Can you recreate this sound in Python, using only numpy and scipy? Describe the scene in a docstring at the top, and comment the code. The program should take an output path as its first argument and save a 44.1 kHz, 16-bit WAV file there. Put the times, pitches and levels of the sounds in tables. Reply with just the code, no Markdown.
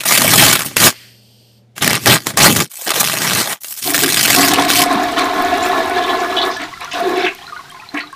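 """Paper roll, then toilet flush.

A stiff paper roll is tugged round a wooden rod in short pulls, so close that the microphone overloads:
clumps of tiny snaps, filtered rubbing noise, large creases and hollow bumps of the roll.
Then a toilet flushes: noise and swarms of gliding sine bubbles ring the bowl, trap, throat and rim;
it drains, gulps, leaves single bubbles and refills over a faint room hum."""
import sys
import numpy as np
from scipy import signal
from scipy.io import wavfile
from scipy.ndimage import uniform_filter1d

SR = 44100
rng = np.random.default_rng(int(sys.argv[2]) if len(sys.argv) > 2 else 0)


def unload_audio(sound):
    """Save the sound as a 16-bit wav file, at the path given as the first command line argument."""
    columns = np.transpose(np.atleast_2d(sound))
    # keep every value between -1 and 1, then stretch to whole-number steps
    steps = np.round(np.clip(columns, -1, 1) * 32767)
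    wavfile.write(sys.argv[1], SR, steps.astype(np.int16))


N = 359415
TIME = np.arange(N) / SR
BINS_HZ = np.fft.rfftfreq(8192, 1 / SR)


def gain_of(db):
    """Decibels to gain."""
    return 10 ** (np.asarray(db) / 20)


def evened(x):
    """Scales to rms 1."""
    return x / np.sqrt(np.mean(x ** 2) + 1e-20)


def smoothed(x, size):
    """Running mean over size samples, applied twice."""
    return uniform_filter1d(uniform_filter1d(x, size), size)


def steadied(x, size=2200):
    """Holds the running rms near 1 and keeps the fast grain."""
    return x / np.sqrt(abs(smoothed(x ** 2, size)) + 1e-12)


def read(points, hz=BINS_HZ):
    """Joins spectrum points (Hz, dB) on a log-frequency axis."""
    f, db = np.transpose(points)
    return np.interp(np.log(hz + 1), np.log(f), db)


def humps(modes, hz=BINS_HZ):
    """Resonances as bell-shaped rises or dips in dB."""
    return sum(db / (1 + (2 * (hz - f) / width_hz) ** 2) for f, width_hz, db in modes)


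def level(rows):
    """A curve of (s, dB) as a gain in time, at -120 dB outside the curve."""
    return gain_of(np.interp(TIME, *np.transpose(rows), left=-120, right=-120))


def add(mix, s, sound):
    """Mixes a sound in at s seconds."""
    part = mix[max(round(s * SR), 0):][:len(sound)]
    part += sound[:len(part)]


def tint(x, db):
    """Causal minimum-phase filter with the given dB on BINS_HZ."""
    log_gain = np.log(gain_of(np.maximum(db, -100)))
    whole = np.concatenate([log_gain, log_gain[-2:0:-1]])
    taps = np.fft.ifft(np.exp(np.conj(signal.hilbert(whole)))).real
    return signal.oaconvolve(x, taps[:len(BINS_HZ)])[:len(x)]


def noise(db):
    """Steady noise of rms 1 with the given spectrum."""
    return evened(tint(rng.standard_normal(N), db))


def flutter(depth_db, size):
    """A random gain that wanders over about size samples, depth_db rms."""
    return gain_of(depth_db * evened(smoothed(rng.standard_normal(N), size)))


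def shower(grains, per_s, spread_db):
    """Scatters grains at random moments, their levels spread exponentially in dB."""
    size = gain_of(spread_db * np.minimum(rng.exponential(1, N), 4))
    size = size * (rng.random(N) < per_s / SR)
    kind = rng.integers(0, len(grains), N)
    out = np.zeros(N)
    for at in np.flatnonzero(size):
        add(out, at / SR, size[at] * grains[kind[at]])
    return out


def reflect(x, t60, wet_db):
    """Adds a dense, decaying tail from hard surfaces nearby."""
    t = TIME[:16000]
    tail = rng.standard_normal(len(t)) * gain_of(-60 * t / t60) * (t > .002)
    return x + gain_of(wet_db) * signal.oaconvolve(x, tail / np.linalg.norm(tail))[:N]


def stroke(length, attack_s, release_db_per_s, swell_db=0):
    """Envelope of one push: linear attack, a hold that swells or sags in dB, then a release."""
    t = TIME[:SR]
    hold_db = swell_db * (np.minimum(t / length, 1) - .5)
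    release_db = release_db_per_s * np.maximum(t - length, 0)
    return np.minimum(t / attack_s, 1) * gain_of(hold_db - release_db)


def snap(hz, t60, ring, crack):
    """A crease gives way: a sharp crack, a burst of noise and a brief ring of the sheet."""
    t = TIME[:2600]
    burst = 0.72 * rng.standard_normal(len(t)) * gain_of(-60 * t / t60)
    edge = crack * np.cos(2 * np.pi * hz * t) * np.exp(-t / 0.00014)
    ringing = ring * np.sin(2 * np.pi * hz * t) * gain_of(-60 * t / (1.58 * t60))
    return edge + burst + ringing


def bubble(hz, t60, rise=0.18):
    """A bubble rings and rises in pitch, by the fraction rise over t60, as it nears the surface."""
    t = TIME[:8000]
    turns = np.cumsum(hz * (1 + rise * np.minimum(t / t60, 1))) / SR
    onset = 1 - np.exp(-t * hz / 0.38)
    return np.sin(2 * np.pi * turns) * gain_of(-60 * t / t60) * onset


def slosh(x, depth_db):
    """The water level heaves: uneven playback speed drifts the resonances a little up and down."""
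    position = np.cumsum(flutter(depth_db, size=2500))
    return np.interp(position / position[-1] * TIME[-1], TIME, x)


def cavity(modes):
    """Turbulent water blows the low resonances of an air pocket: noise through summed peaks."""
    gain = sum(gain_of(db) / (1 + ((BINS_HZ - hz) / half_width_hz) ** 2) for hz, half_width_hz, db in modes)
    return steadied(slosh(noise(20 * np.log10(gain)), depth_db=.05), size=2000)


# Room noise spectrum. Each row: frequency in Hz, relative level in dB.
ROOM_SPECTRUM = [(30, -31), (55, -32.5), (80, -8), (120, -14.5), (160, -14.5), (200, -0.5), (280, -13),
                 (600, -14), (1100, -29.5), (4000, -32), (15000, -50)]


def background(room_db=-56):
    """A low hum and filtered noise of the quiet room, fading after the first pulls."""
    hum = gain_of(-50) * np.sin(2 * np.pi * 118.4 * TIME) * flutter(1.2, size=5000)
    room = gain_of(room_db) * noise(read(ROOM_SPECTRUM))
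    return (hum + room) * level([(0, 6), (2.6, -3), (2.68, -34), (8.2, -17)])


# Wash of the refill water. Each row: frequency in Hz, relative level in dB.
REFILL_SPECTRUM = [(20, -6.5), (45, -17.5), (75, -16), (130, 3), (200, -1), (370, -12), (470, -22.5),
                   (1000, -6), (2500, -7), (4200, -4.5), (8000, -15), (15000, -21.5)]
# Course of the tank refill. Each row: time in seconds, relative level in dB.
REFILL_LEVEL = [(3.8, -75), (3.87, -54), (4.9, -27.5), (5.7, -31.5), (6.3, -35.5), (7.2, -35), (7.4, -36),
                (8.15, -42.5)]


def trickle(drip_db=-2, tick_db=-12, wash_db=-5):
    """Refill water runs down the bowl: a wash, small drips and the ticks of bursting foam."""
    drips = [bubble(hz, 75 / hz) * (hz / 1000) ** -.3 for hz in np.geomspace(800, 4600, 40)]
    drips = reflect(shower(drips, per_s=170, spread_db=3.4), t60=.15, wet_db=-9)
    ticks = [snap(hz, 0.0069, ring=0.94, crack=1.5) for hz in np.geomspace(6000, 14000, 12)]
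    ticks = shower(ticks, per_s=13, spread_db=-4.0)
    ticks = tint(ticks, read([(1000, -45), (5000, -2.5), (10000, -8)]))
    wash = gain_of(wash_db) * noise(read(REFILL_SPECTRUM))
    water = gain_of(drip_db) * evened(drips) + gain_of(tick_db) * evened(ticks) + wash
    return water * level(REFILL_LEVEL)


# Waste pipe noise. Each row: frequency in Hz, relative level in dB.
DRAIN_SPECTRUM = [(20, -2), (40, -17), (65, -4), (90, 1), (130, -18), (300, -34), (1000, -70)]
DRAIN_OPENS_S, DRAIN_PEAK_S, DRAIN_RISE_DB_PER_S, DRAIN_FALL_DB_PER_S = 3.85, 5.5, 7, 8.5


def drain(drain_db=-41):
    """Water tumbles down the waste pipe, most of all while the bowl empties: low noise that swells."""
    since = TIME - DRAIN_PEAK_S
    swell_db = np.minimum(DRAIN_RISE_DB_PER_S * since, -DRAIN_FALL_DB_PER_S * since)
    return gain_of(drain_db + swell_db) * noise(read(DRAIN_SPECTRUM)) * (TIME > DRAIN_OPENS_S)


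# Single bubbles. Each row: start in seconds, relative level in dB, nominal pitch in Hz, t60 in seconds.
SINGLE_BUBBLES = [(4.029, -13, 360, 0.04), (4.956, -8, 218, 0.07), (6.5655, -15.5, 1770, 0.14),
                  (6.7283, -21, 1145, 0.077), (6.737, -19, 2066, 0.053), (6.7755, -20, 1370, 0.034),
                  (6.8135, -19, 1056, 0.089), (6.839, -16, 1170, 0.07), (6.877, -19.5, 1430, 0.081),
                  (7.0, -10.5, 700, 0.16), (7.468, -21, 4180, 0.034), (7.478, -23, 1450, 0.079),
                  (7.523, -18, 1244, 0.11), (7.564, -17, 1486, 0.076), (7.5918, -21, 1130, 0.092),
                  (7.7029, -27, 3270, 0.051), (7.721, -27, 1134, 0.094), (7.7455, -24, 1060, 0.11),
                  (7.8215, -27, 1940, 0.048), (7.889, -20, 4200, 0.034), (7.941, -14, 299, 0.27),
                  (8.037, -20, 1230, 0.05), (8.0726, -26, 4000, 0.044), (8.1284, -20, 1125, 0.082)]


def gurgles(bubble_db=-3):
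    """Single bubbles and gulps, decaying sines echoed by the bowl."""
    out = np.zeros(N)
    for s, db, hz, t60 in SINGLE_BUBBLES:
        add(out, s, gain_of(db) * bubble(.97 * hz, t60, rise=0.071))
    return gain_of(bubble_db) * reflect(out, t60=0.34, wet_db=-11.5)


# Water slaps shut and throws a cloud of bubbles. Each row: start in seconds, length in seconds,
# relative level in dB, central pitch in Hz, pitch spread in octaves.
BUBBLE_CLOUDS = [(5.169, 0.055, -25, 2790, 0.61), (5.626, 0.045, -26.5, 5570, 1.07),
                 (6.012, 0.044, -31, 3360, 0.14), (6.087, 0.025, -26.5, 3500, 0.15),
                 (6.179, 0.031, -37, 5330, 0.27), (6.365, 0.025, -18.5, 3350, 0.12),
                 (6.415, 0.015, -18, 3650, 0.13), (6.503, 0.065, -34, 4430, .27),
                 (6.604, .036, -31, 2840, 0.63), (6.911, 0.042, -28, 3230, 0.49),
                 (7.167, 0.083, -29, 2600, 0.47), (7.241, 0.051, -20.5, 2230, 0.29),
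                 (7.94, 0.018, -28.5, 1820, 0.21), (7.967, .02, -24, 2075, 0.16),
                 (7.971, 0.039, -28, 2550, 0.43)]


def slops(slop_db=1, count=70):
    """Each slop is a short, dense cloud of bubbles around one size."""
    out = np.zeros(N)
    for s, length, db, hz, octaves in BUBBLE_CLOUDS:
        cloud = np.zeros(SR // 4)
        starts, sizes, pitches = rng.random(count), rng.standard_normal(count), rng.standard_normal(count)
        for when, size, pitch in zip(starts, sizes, pitches):
            own_hz = hz * 2 ** (octaves * np.clip(pitch, -2, 2))
            add(cloud, when * length, size * bubble(own_hz, 55 / own_hz, rise=0.098))
        add(out, s, gain_of(db) * cloud * np.sqrt(length * SR) / np.linalg.norm(cloud))
    return gain_of(slop_db) * reflect(out, t60=0.15, wet_db=-1.5)


# Rim jet notes. Each row: frequency in Hz, half width in Hz at half gain, relative level in dB.
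JET_MODES = [(1712, 17, -2.5), (1490, 12.6, -9)]


def jet(churning, jet_db=-11.5):
    """The rim jets sing a narrow note while the water runs hard: noise through sharp peaks."""
    course = level([(4.4, -2.5), (4.9, -6.5), (5.7, 1), (6.5, 2.5), (8.2, -10)])
    return gain_of(jet_db) * cavity(JET_MODES) * churning * course


# Flow of water through the bowl. Each row: time in seconds, relative level in dB.
FLOW_LEVEL = [(3.83, -52), (3.88, -18.5), (4.2, -29.5), (4.34, -20), (4.39, -10.5), (4.7, -17.5),
              (5.0, -16), (5.12, -19.5), (5.35, -17.5), (5.62, -16), (5.85, -18.5), (6.49, -19.5),
              (6.56, -33.5), (6.72, -44), (7.6, -48), (8.15, -48.5)]
# Start and end in seconds of the emptying: the ring passes from the trap to the throat.
EMPTYING_SPAN_S = [4.94, 5.93]
# Surges and gulps of water. Each row: start in seconds, length in seconds, then relative levels in dB
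# of churning, trap ring, throat ring and splash.
WATER_SURGES = [(3.847, 0.056, -19.5, -29, -30, -26), (4.021, 0.014, -24, -16.5, -11.5, -10),
                (4.364, 0.032, -8, -16, -35, -30), (4.566, 0.023, -7.5, -27, -33, -18),
                (4.778, 0.074, -16.5, -32, -38, -30), (4.915, 0.05, -29, -22, -33, -29),
                (5.023, 0.014, -22, -36, -38, -32), (5.159, 0.036, -17, -23, -40, -17.5),
                (5.95, 0.044, -19, -36, -23, -24.5), (6.41, 0.06, -19.5, -44, -25, -43),
                (6.582, 0.059, -30, -30.5, -53, -27), (6.798, .035, -33.5, -61, -45, -28),
                (6.928, 0.079, -20, -31.5, -43, -27), (7.017, 0.13, -21, -39, -16.5, -28.5),
                (7.149, 0.11, -21, -34, -18.5, -24.5), (7.93, 0.044, -27, -33, -35.5, -34)]
SURGE_ATTACK_S, SURGE_RELEASE_DB_PER_S = 0.02, 288
TRAP_FULL_DB, TRAP_EMPTY_DB, THROAT_FULL_DB, THROAT_EMPTY_DB = -6, -14, -12.5, -6.5  # against the flow
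SPLASH_DB, SPLASH_DB_PER_FLOW_DB = -11, 0.8
HEAD_DB, HEAD_END_S = 4, 4.76  # early splash is louder, then drops at once


def flowing(heave_db=1.7):
    """Gains of churning, trap, throat and splash: all follow the flow, and surges add power."""
    flow = level(FLOW_LEVEL) * flutter(heave_db, size=1600)
    trap = flow * gain_of(np.interp(TIME, EMPTYING_SPAN_S, [TRAP_FULL_DB, TRAP_EMPTY_DB]))
    throat = flow * gain_of(np.interp(TIME, EMPTYING_SPAN_S, [THROAT_FULL_DB, THROAT_EMPTY_DB]))
    head_db = np.where(TIME <= HEAD_END_S, HEAD_DB, 0)
    splash = flow ** SPLASH_DB_PER_FLOW_DB * gain_of(SPLASH_DB + head_db)
    powers = np.array([flow, trap, throat, splash]) ** 2
    for s, length, *levels_db in WATER_SURGES:
        shape = stroke(length, SURGE_ATTACK_S, SURGE_RELEASE_DB_PER_S)
        for power, db in zip(powers, levels_db):
            add(power, s, (gain_of(db) * shape) ** 2)
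    return np.sqrt(powers)


# Spectra of churning and splash. Each row: frequency in Hz, relative level in dB.
CHURN_SPECTRUM = [(25, -30), (70, -30.5), (130, -26.5), (220, -3), (470, -4), (580, -16), (680, 0),
                  (880, -2), (1200, -1), (1600, -7.5), (2500, -32), (5000, -25), (15000, -22)]
SPLASH_SPECTRUM = [(500, -26.5), (1000, -9.5), (1500, -9.5), (2200, 2), (2900, -9), (3700, 1), (4600, -6),
                   (6000, -10), (8000, -15.5), (13000, -35.5), (16000, -26)]
# Resonances of bowl and rim. Each row: frequency in Hz, width in Hz at half the dB, rise in dB.
BOWL_MODES = [(448, 70, 3), (663.5, 38, 9.6), (712, 32, 13.7), (757, 70, 6.1), (1050, 18, 13.2),
              (1102, 42, 10)]
RIM_MODES = [(1300, 55, 11), (1457, 110, 13), (1470, 60, -12), (1812, 38, 4.5), (1730, 190, 5),
             (2077, 44, -8), (2826, 98, 9.5), (3210, 160, 3), (4050, 110, 3.5)]
# Air pockets in trap and throat. 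Each row: frequency in Hz, half width in Hz at half gain,
# relative level in dB.
TRAP_MODES = [(262, 43, -13), (281, 15.6, 19), (310, 18, 9)]
THROAT_MODES = [(345, 22, -8), (374, 12.8, 10), (390, 54, -3)]


def churn():
    """Large bubbles and rough noise ring the bowl."""
    large = [bubble(hz, 30 / hz) for hz in np.geomspace(450, 2200, 40)]
    bubbles = 0.34 * evened(shower(large, per_s=460, spread_db=3.5))
    rough = bubbles + rng.standard_normal(N) * flutter(0.4, size=400)
    ringing = tint(rough, read(CHURN_SPECTRUM) + humps(BOWL_MODES))
    return steadied(slosh(ringing, depth_db=0.01))


def splash(spray_db=1):
    """Swarms of small bubbles and fluttering spray noise ring under the rim."""
    small = [bubble(hz, 36 / hz) for hz in np.geomspace(1000, 6000, 60)]
    bubbles = evened(shower(small, per_s=1600, spread_db=3.5))
    spray = gain_of(spray_db) * evened(rng.standard_normal(N) * flutter(4.5, size=200))
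    echoed = reflect(bubbles + spray, t60=0.12, wet_db=-3.5)
    return steadied(tint(echoed, read(SPLASH_SPECTRUM) + humps(RIM_MODES)), size=1400)


def flush(churning, trap, throat, splashing):
    """Churning, ringing air pockets and splash, each driven by its own flow gain."""
    fade_in_db = np.interp(TIME, [4.3, 4.92], [-10, 0])  # churn and splash fade in under the last pulls
    water = gain_of(0.71 * fade_in_db) * churn() * churning
    pockets = cavity(TRAP_MODES) * trap + cavity(THROAT_MODES) * throat
    return water + pockets + gain_of(fade_in_db) * splash() * splashing


# Hiss lingering after the pull. Each row: frequency in Hz, relative level in dB.
LINGER_SPECTRUM = [(600, -39), (1400, -31.5), (2200, -17.5), (3100, -2), (3800, -11), (4600, -0.5),
                   (6800, -18.5), (9000, -10.5), (10700, -35), (12500, -9.5), (15000, -25)]
# Course of the hiss. Each row: time in seconds, relative level in dB.
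LINGER_LEVEL = [(.9, -41), (.95, -40), (1.07, -44), (1.2, -50), (1.45, -51), (1.58, -55), (1.66, -75)]


def linger(linger_db=-2, fading_db=-44):
    """A faint, coloured noise hiss lingers after the pull; its lower part dies first."""
    lower = noise(read([(700, -21.0), (1400, -10.5), (1950, -0.5), (2700, -5), (4000, -11.5), (12000, -20)]))
    fading = gain_of(fading_db) * lower * level([(.9, 4), (1.05, -1), (1.22, -24)])
    return fading + gain_of(linger_db) * noise(read(LINGER_SPECTRUM)) * level(LINGER_LEVEL)


# The hollow roll bumps against the rod. Each row: start in seconds, level in dB, pitch in Hz.
ROLL_BUMPS = [(.246, -2, 616), (.264, -11, 594), (2.792, -28, 690), (2.821, -26, 520), (2.873, -11, 716),
              (2.977, -9, 467)]
BUMP_T60_S, BUMP_RISE_S = 0.025, 0.00065


def bumps():
    """Each bump is a soft, short sine ring of the cardboard tube."""
    out, t = np.zeros(N), TIME[:SR // 8]
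    shape = (1 - np.exp(-t / BUMP_RISE_S)) * gain_of(-60 * t / BUMP_T60_S)
    for s, db, hz in ROLL_BUMPS:
        add(out, s, gain_of(db) * shape * np.sin(2 * np.pi * hz * t))
    return out


# Creases that snap. Each row: start in seconds, relative level in dB, pitch in Hz,
# t60 of the burst in seconds.
CREASE_SNAPS = [(0.036, -13.5, 1410, 0.042), (0.064, -11, 5130, 0.019), (0.123, 15, 2210, 0.0056),
                (0.176, 7.5, 4570, 0.036), (0.219, 2, 4320, 0.022), (0.336, 11, 1260, 0.026),
                (0.528, 4, 1473, 0.041), (0.555, -2, 1370, 0.03), (0.607, -7.5, 1600, 0.017),
                (0.767, 7, 2680, 0.02), (1.78, -13, 1620, 0.024), (1.823, -1.5, 1570, 0.02),
                (1.833, -6, 2200, 0.029), (1.845, -2, 2430, 0.022), (1.877, 24, 1850, 0.0052),
                (1.906, -1.5, 2270, 0.019), (1.931, 3.5, 2080, 0.011), (1.953, -3.5, 2760, 0.025),
                (2.059, 4.5, 1970, 0.014), (2.139, 1, 3130, 0.016), (2.269, 0, 1070, 0.017),
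                (2.373, 6, 1130, 0.014), (2.564, -4, 1990, 0.02), (2.603, 0, 1190, 0.019),
                (2.875, -10, 3400, 0.02), (2.893, -4.5, 3000, 0.012), (2.905, -0.5, 1270, 0.024),
                (2.942, -8, 1090, 0.024), (3.009, -2.5, 4100, 0.048), (3.043, -6, 3420, 0.031),
                (3.074, -7, 2730, 0.046), (3.133, -7, 1210, 0.014), (3.645, -17.5, 2780, 0.042),
                (3.945, -2, 1830, 0.036), (3.979, -2, 1860, 0.019), (4.035, 1.5, 1634, 0.03),
                (4.09, -5, 3660, 0.022), (4.144, 1.5, 3650, 0.016), (4.171, -1, 3020, 0.013),
                (4.252, -3, 1540, 0.038), (4.281, 0, 1860, 0.012), (4.304, 6, 2150, 0.02),
                (4.348, 2, 2700, 0.024), (4.536, 0.5, 3740, 0.022), (4.702, 8, 2600, 0.011)]
# Paper colour, for creases and crackle. Each row: frequency in Hz, relative level in dB.
PAPER_SPECTRUM = [(100, -37), (250, -9), (400, -5.5), (570, -4.5), (1000, -6), (1800, -2), (3500, -4.5),
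                  (6000, -5), (9000, -5.5), (13000, -8), (16000, -8.5)]


def creases(snap_db=5):
    """The large snaps of the paper, filtered by its colour."""
    out = np.zeros(N)
    for s, db, hz, t60 in CREASE_SNAPS:
        add(out, s, gain_of(db) * snap(hz, t60, ring=0.23, crack=1.77))
    return gain_of(snap_db) * tint(out, read(PAPER_SPECTRUM))


# Pulls on the paper. Each row: start in seconds, length in seconds, relative crackle level in dB,
# swell from start to end in dB, relative flapping level in dB, brightness in dB per octave,
# hollow ring of the roll in dB, snapping against rubbing from 0 to 1.
PAPER_PULLS = [(0, 0.036, -23, -27, -43, 0.5, 2, .3), (.049, 0.11, -8, 7.5, -30, 3, 9.5, 0.64),
               (0.174, .19, -8.5, 4.5, -20, 3, 14, 0.62), (0.372, 0.19, -4.5, -13, -18.5, .5, 1.5, 0.7),
               (.575, 0.054, -16.5, -3, -32, 1, 9.5, 0.3), (0.639, 0.024, -19, 9.5, -31, 5, 19.5, 0.23),
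               (0.66, 0.14, -33.5, -15, -40, -1.5, -5, 0.27), (0.76, 0.11, -6.5, 19, -20.5, 0.5, 4.5, 0.45),
               (1.753, 0.075, -30.5, 10, -41, 0.5, -2.5, 0.4),
               (1.809, 0.16, -14.5, -2.5, -21.5, -1.5, 0.5, .7), (1.964, 0.16, -24, 26, -29, 1, 3, 0.2),
               (2.063, 0.094, -4.5, -5.5, -15, -0.5, 7, 0.7), (2.162, 0.12, -34, -7, -41, 1, 4, .3),
               (2.254, 0.051, -20.5, -0.5, -29.5, 0, 6, 0.18),
               (2.325, 0.051, -35.5, -6, -29.5, -1.5, 0, 0.7), (2.368, 0.099, -3.5, 12, -17.5, 0, 6, 0.6),
               (2.472, 0.055, -10.5, -1.5, -13, 4, 12, 0.6), (2.538, 0.088, -12.5, -1, -18.5, 1.5, 7, 0.8),
               (2.696, 0.16, -25.5, 8, -69, 6.5, 16, 0.64), (2.854, 0.068, -17, 5, -50, -0.5, 0, 1),
               (2.935, 0.058, -13, 0, -35, 2, 12.5, 0.18), (2.989, 0.021, -10, 13, -30, 4.5, 20, 0.54),
               (3.026, 0.16, -15.5, -2, -31, 1.5, 6, 0.75), (3.187, 0.23, -13.5, 3.5, -25.5, 0.5, 7, 0.3),
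               (3.409, 0.12, -18.5, 5, -39, 1.5, 12.5, 0.27), (3.603, 0.12, -24, 10, -61, 8.5, 18.5, 0.4),
               (3.755, 0.038, -22, 6, -60, 5.5, 11, 0.1), (3.702, 0.053, -26.5, -4, -59, 6, 9, .3),
               (3.812, 0.099, -16, 6, -38, 4, 3, 0.3), (3.931, 0.03, -9.5, 0, -33, 2.5, -2, 0.8),
               (3.973, 0.19, -12.5, -1, -30, 3, 1.5, 1), (4.166, 0.1, -9, 1, -29, 1.5, -0.5, 1),
               (4.28, 0.21, -8.5, -0.5, -26.5, 1.5, 1, 1), (4.496, 0.17, -17, -6, -28.5, -3.5, -30, .8),
               (4.676, 0.15, -10.5, 7.5, -30, 0.5, -31, 1)]
# Crackle levels in dB of a light and of a firm pull.
LIGHT_FIRM_DB = [-13, -7.5]
LIGHT_ATTACK_S, FIRM_ATTACK_S, PULL_RELEASE_DB_PER_S = 0.015, 0.0091, 621.5


def pulling():
    """Gains of crackle and flapping; then power-weighted brightness, hollowness and snapping."""
    crackle, flap, colours = np.zeros(N), np.zeros(N), np.zeros((3, N))
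    for s, length, db, swell_db, flap_db, *colour in PAPER_PULLS:
        attack_s = np.interp(db, LIGHT_FIRM_DB, [LIGHT_ATTACK_S, FIRM_ATTACK_S])
        shape = stroke(length, attack_s, PULL_RELEASE_DB_PER_S, swell_db)
        power = (gain_of(db) * shape) ** 2
        add(crackle, s, power)
        add(flap, s, (gain_of(flap_db) * shape) ** 2)
        for track, value in zip(colours, colour):
            add(track, s, value * power)
    return (np.sqrt(crackle), np.sqrt(flap), *(colours / (crackle + 1e-12)))


# Air pushed by the flapping sheet. Each row: frequency in Hz, relative level in dB.
FLAP_SPECTRUM = [(20, -36), (45, -33), (75, -12), (110, 4.5), (160, 5), (230, 3), (330, -1.5), (600, -14.5),
                 (2000, -92.5)]
# Resonances of the roll. Each row: frequency in Hz, width in Hz at half the dB, rise in dB.
ROLL_MODES = [(430, 170, 1), (580, 110, -2), (810, 780, -2)]


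def bent(crackle, bright, hollow, patchy_db):
    """The colour shifts as the sheet bends: tilt, roll resonance and random patches on an STFT."""
    hz, t, z = signal.stft(crackle, SR, nperseg=512)
    bright, hollow = np.interp(t, TIME, bright), np.interp(t, TIME, hollow)
    patches = uniform_filter1d(rng.standard_normal(z.shape), 9, axis=0)
    patches = evened(uniform_filter1d(patches, 5, axis=1))
    octaves = np.log2(np.maximum(hz, 500) / 4000)
    roll_db = np.outer(humps([(770, 890, 1)], hz), hollow) + humps(ROLL_MODES, hz)[:, None]
    z = z * gain_of(np.outer(octaves, bright) + roll_db + patchy_db * patches)
    return signal.istft(z, SR, nperseg=512)[1][:N]


def paper(rub_db=-11.0, patchy_db=2.5, slip_db=3.0, crackle_db=-1):
    """Clumps of tiny snaps over the rubbing of the sheet, whose flapping pushes air as low noise."""
    effort, flapping, bright, hollow, snapping = pulling()
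    pitches_hz = np.geomspace(900, 7000, 30)
    grains = [rng.choice([-1, 1]) * snap(hz, .007, ring=.3, crack=2.4) for hz in pitches_hz]
    snaps = evened(shower(grains, per_s=600, spread_db=4.0) * flutter(slip_db, size=130))
    snaps = snapping * reflect(snaps, t60=0.037, wet_db=-5.5)
    rubbing = gain_of(rub_db) * rng.standard_normal(N)
    crackle = tint(snaps + rubbing, read(PAPER_SPECTRUM))
    crackle = steadied(bent(crackle, bright, hollow, patchy_db), size=900)
    flap = steadied(noise(read(FLAP_SPECTRUM)), size=1200)
    return gain_of(crackle_db) * crackle * effort + flap * flapping


def scene():
    """Everything reaches one microphone, alike in both channels."""
    roll = paper() + creases() + bumps() + linger()
    churning, trap, throat, splashing = flowing()
    toilet = flush(churning, trap, throat, splashing) + jet(churning) + drain()
    toilet = toilet + slops() + gurgles() + trickle()
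    mono = roll + toilet + background()
    return np.array([mono, mono])


EDGE_HZ = 15180


def record(dry, ceiling=0.88):
    """The microphone overloads at a hard ceiling; then a low-pass limits the band."""
    overloaded = np.clip(dry, -ceiling, ceiling)
    low_pass = signal.firwin(511, EDGE_HZ, window=("kaiser", 8), fs=SR)
    return signal.oaconvolve(overloaded, low_pass[None], "same")


dry = scene()
out = record(dry)
unload_audio(out)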